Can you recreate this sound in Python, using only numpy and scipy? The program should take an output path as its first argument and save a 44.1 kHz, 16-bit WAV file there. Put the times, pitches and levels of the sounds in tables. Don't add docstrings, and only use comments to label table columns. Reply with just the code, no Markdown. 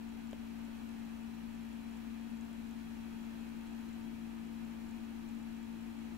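import sys
import numpy as np
from scipy import signal
from scipy.fft import rfft, irfft, next_fast_len
from scipy.io import wavfile
from scipy.ndimage import uniform_filter1d

SR = 44100
rng = np.random.default_rng(int(sys.argv[2]) if len(sys.argv) > 2 else 0)


def transcribe(u):
    v = np.clip(np.atleast_2d(u).T, -1, 1)
    q = np.round(v * 32767).astype(np.int16)
    wavfile.write(sys.argv[1], SR, q)


def nominal_scale(level):
    x = np.asarray(level, float) / 20
    return 10 ** x


N = 272273

# f/Hz, level/dB
WHINES = [(4097, -92), (6002, -93), (6449, -94), (6735, -96), (10002, -99)]
# f/Hz, left density/(dB per Hz), right density/(dB per Hz)
RUMBLE = [(12.0, -79, -85), (35.4, -87, -84), (65.0, -82.5, -80.5), (76, -76, -79), (91, -85, -77),
          (137, -83.5, -84.5), (208, -87, -79), (230.8, -72, -85), (238, -64, -84), (269, -81, -89.5),
          (316, -83, -94.5), (355, -85.5, -90.5), (388, -90.5, -88), (500.0, -91.5, -92)]
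# f/Hz, share/(0-1), left lead/rad
RUMBLE_PAIR = [(30, 0.77, 1.5), (111, 0.66, 2.47), (173, 0.55, 0.6), (238, 0.82, -1.5), (297, 0.75, 1.6),
               (500, 0.33, -0.75)]
# f/Hz, left density/(dB per Hz), right density/(dB per Hz)
HISS = [(505, -93.5, -94.5), (810, -94, -95.5), (1160, -94.5, -96), (1280, -91.5, -95.5),
        (1800, -94, -93.5), (2120, -96, -99), (2520, -93, -95), (2815, -96, -97.5), (3490, -103.5, -102.5),
        (4030, -101.8, -103.6), (5000, -106.5, -105.6), (7400.0, -107.6, -109.0), (8400, -111.2, -111.3),
        (15100, -114.1, -114.0)]
# f/Hz, share/(0-1)
THROUGH_ROOM = [(500, 0.56), (900, 0.97), (3500, 0.55), (6000, 0.66), (8800, 0.4)]
# f/Hz, width/Hz, lift/dB
HOUSING = [(10.6, 8.1, 4.5), (75, 7.8, 2.5), (169.7, 12, 6), (758, 35, 3), (904, 215, 4.5), (1037, 64, 1.5),
           (2290, 115, 2.5), (3300, 123, 5.5), (4020, 260, 3)]
# f/Hz, level/dB, t60/s
FIZZ = [(6630, -6, 0.01), (7000, 2.5, 0.009), (7420, 1.5, 0.016), (7900, -14, 0.012), (4150, 1.5, 0.0086),
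        (11100, -16, .004)]
# t/s, peak/dB, ring f/Hz
SPARKS = [(0.3107, -63, 7000), (0.8909, -65, 7400), (1.3104, -70, 7750), (1.5509, -68, 7410),
          (1.9714, -65, 7420), (2.4104, -62, 6930), (2.7102, -64, 6970), (3.25, -68, 6650),
          (3.6706, -66, 7930), (3.7905, -67, 7000), (3.93, -65, 7380), (4.4692, -68, 7450),
          (4.9092, -64, 7440), (5.8686, -70, 7340)]
# f/Hz, left/dB, right/dB, t60/s
KNOCK_BODY = [(300, -50, -45, 0.022), (395, -47, -44, 0.024), (570, -40.5, -40, 0.026),
              (665, -55, -56, .035)]
# f/Hz, left/dB, right/dB, t60/s
KNOCK_TICK = [(940, -47, -46, 0.012), (1660, -47, -45, .008), (2350, -53, -53, .006),
              (3100, -47.5, -45.5, 0.0093), (7000, -56, -57, 0.0073)]
# shaft order, left/dB, right/dB, left lead/rad
ORDERS = [(1, -57.6, -67.5, 1.6), (2, -71.1, -69.9, 2.2), (3, -68.1, -71.1, -0.6), (4, -42.9, -53.4, -0.6),
          (5, -52.0, -55.8, -2.7), (6, -65.1, -78.8, 0.2), (12, -79.2, -83.8, 0.8),
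          (13, -79.0, -77.2, -0.3), (16, -73.7, -72.7, 0.0), (17, -81.8, -81.3, 1.0),
          (18, -83.1, -87.7, -0.6)]

SHAFT_HZ = 56.7475
JOINT_HZ = 8950
EDGE_HZ = 15750
MAINS_HZ, MAINS_START_S = 50.02, 0.0107
SPARK_PAN_DB = 1.8
KNOCK_S, KNOCK_LAG_S = 0.33105, 0.0005
SECOND_HZ, SECOND_START_S, SECOND_RISE_S = 332.55, 2.73, 0.3
SECOND_DB = [[-61.5], [-64.5]]
SWAY_DB, SWAY_PERIOD_S, SWAY_LEFT_S = 2.5, 2.9, 4.65


def read(points, at_hz, column):
    table = np.array(points, float)
    return np.interp(np.log1p(at_hz), np.log1p(table[:, 0]), table[:, column])


def both(points, at_hz):
    return nominal_scale(np.array([read(points, at_hz, 1), read(points, at_hz, 2)]))


def drift(top_hz):
    t = np.arange(0, N + 64, 64) / SR
    rates_hz = np.geomspace(0.2, top_hz, num=12)
    x = sum(np.sin(2 * np.pi * (f * t + rng.random())) / np.sqrt(f) for f in rates_hz)
    return np.interp(np.arange(N) / SR, t, x / x.std())


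def ring(hz, t60_s):
    t = np.arange(4096) / SR
    return np.sin(2 * np.pi * hz * t) * 1000.0 ** (-t / t60_s)


def room(t60_s, direct):
    t = np.arange(SR // 2) / SR
    tail = rng.standard_normal((2, len(t))) * 1000.0 ** (-t / t60_s)
    tail /= np.linalg.norm(tail, axis=1, keepdims=True)
    tail[:, 0] += direct
    return tail / np.linalg.norm(tail, axis=1, keepdims=True)


def whines():
    t = np.arange(N) / SR
    out = np.zeros((2, N))
    for hz, db in WHINES:
        offset_turns = 0.2 * rng.random((2, 1)) * (hz < JOINT_HZ)
        out += nominal_scale(db - 0.5) * np.sqrt(2) * np.cos(2 * np.pi * (hz * t + offset_turns))
    return out


def air():
    size = next_fast_len(N, real=True)
    hz = np.fft.rfftfreq(size, 1 / SR)
    white = rfft(rng.standard_normal((3, size))) * np.sqrt(SR / 2)
    low = hz < HISS[0][0]
    lead = np.exp(1j * np.array([read(RUMBLE_PAIR, hz, 2), 0 * hz]))
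    comb = rfft(room(t60_s=0.21, direct=0.61), size)
    comb /= np.sqrt(uniform_filter1d(abs(comb) ** 2, size=900))
    path = np.where(low, lead, comb)
    share = np.where(low, read(RUMBLE_PAIR, hz, 1), read(THROUGH_ROOM, hz, 1))
    share = np.clip(share, 0, 1)
    pair = share * path * white[0] + np.sqrt(1 - share ** 2) * white[1:]
    pair = np.where(hz > JOINT_HZ, white[0], pair)
    colour = np.where(low, both(RUMBLE, hz), both(HISS, hz))
    lift_db = sum(db / (1 + (2 * (hz - f) / width) ** 2) for f, width, db in HOUSING)
    noise = irfft(pair * colour * nominal_scale(lift_db), size)[:, :N]
    return nominal_scale(-0.3 + 0.3 * drift(17.0)) * noise


def contact():
    at_s = np.arange(MAINS_START_S, N / SR, 1 / MAINS_HZ)
    draw = rng.random((len(at_s), len(FIZZ) + 1))
    size = nominal_scale(-79.5 - 4.4 * np.log(draw[:, 0]).clip(-2.5))
    out = np.zeros((2, N + 4096))
    for k, (hz, db, t60_s) in enumerate(FIZZ):
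        train = np.zeros(N)
        late_s = 0.00012 * rng.random(len(at_s))
        train[((at_s + late_s) * SR).astype(int)] = size * (0.28 + 1.64 * draw[:, k + 1])
        fizz = signal.oaconvolve(train, ring(hz, t60_s))[:N]
        out[:, :N] += nominal_scale(db) * fizz * nominal_scale([[2.5], [-1.5]])
    pan = nominal_scale(np.array([[1], [-1]]) * SPARK_PAN_DB / 2)
    for start_s, db, hz in SPARKS:
        spark = ring(hz, 0.015) + 0.74 * ring(FIZZ[0][0], 0.015) + 0.49 * ring(FIZZ[2][0], 0.012)
        out[:, round(start_s * SR):][:, :4096] += nominal_scale(db + 2.0) * spark * pan
    return signal.fftconvolve(out, room(t60_s=0.037, direct=1.5), axes=1)[:, :N]


def struck(modes):
    return sum(nominal_scale([[left_db], [right_db]]) * ring(hz, t60_s) for hz, left_db, right_db, t60_s in modes)


def knock():
    body = np.roll(struck(KNOCK_BODY), round(KNOCK_LAG_S * SR), axis=1)
    tap = body - struck(KNOCK_TICK)
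    tap = signal.fftconvolve(tap, room(t60_s=0.22, direct=5.0), axes=1)
    out = np.zeros((2, N))
    out[:, round(KNOCK_S * SR):][:, :tap.shape[1]] = tap
    return out


def second_machine():
    t = np.arange(N) / SR
    angle = 2 * np.pi * (SECOND_HZ * t + 0.077 * drift(2.5)) + np.array([[1.46], [0]])
    swell = (1 - np.exp(-np.maximum(t - SECOND_START_S, 0) / SECOND_RISE_S)) ** 2
    sway_db = SWAY_DB * np.cos(2 * np.pi * (t - SWAY_LEFT_S) / SWAY_PERIOD_S) * np.array([[1], [-1]])
    return swell * nominal_scale(np.array(SECOND_DB) + sway_db) * np.sqrt(2) * np.cos(angle)


def motor():
    turns = np.arange(N) / SR * SHAFT_HZ + 0.0043 * drift(3.0)
    out = np.zeros((2, N))
    for order, left_db, right_db, lead_rad in ORDERS:
        angle = 2 * np.pi * (order * turns + rng.random()) + np.array([[lead_rad], [0]])
        level_db = np.array([[left_db], [right_db]]) + 0.36 * drift(5.6)
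        out += nominal_scale(level_db) * np.sqrt(2) * np.cos(angle)
    return out


def scene():
    return whines() + air() + contact() + knock() + second_machine() + motor()


def roll_off(x):
    return signal.sosfilt(signal.butter(12, 16110, fs=SR, output="sos"), x)


def record(dry):
    edge = signal.firwin(2047, EDGE_HZ, window=("kaiser", 8), fs=SR)
    mix = signal.oaconvolve(dry, edge[None], "same")
    return roll_off(mix)


dry = scene()
out = record(dry)
transcribe(out)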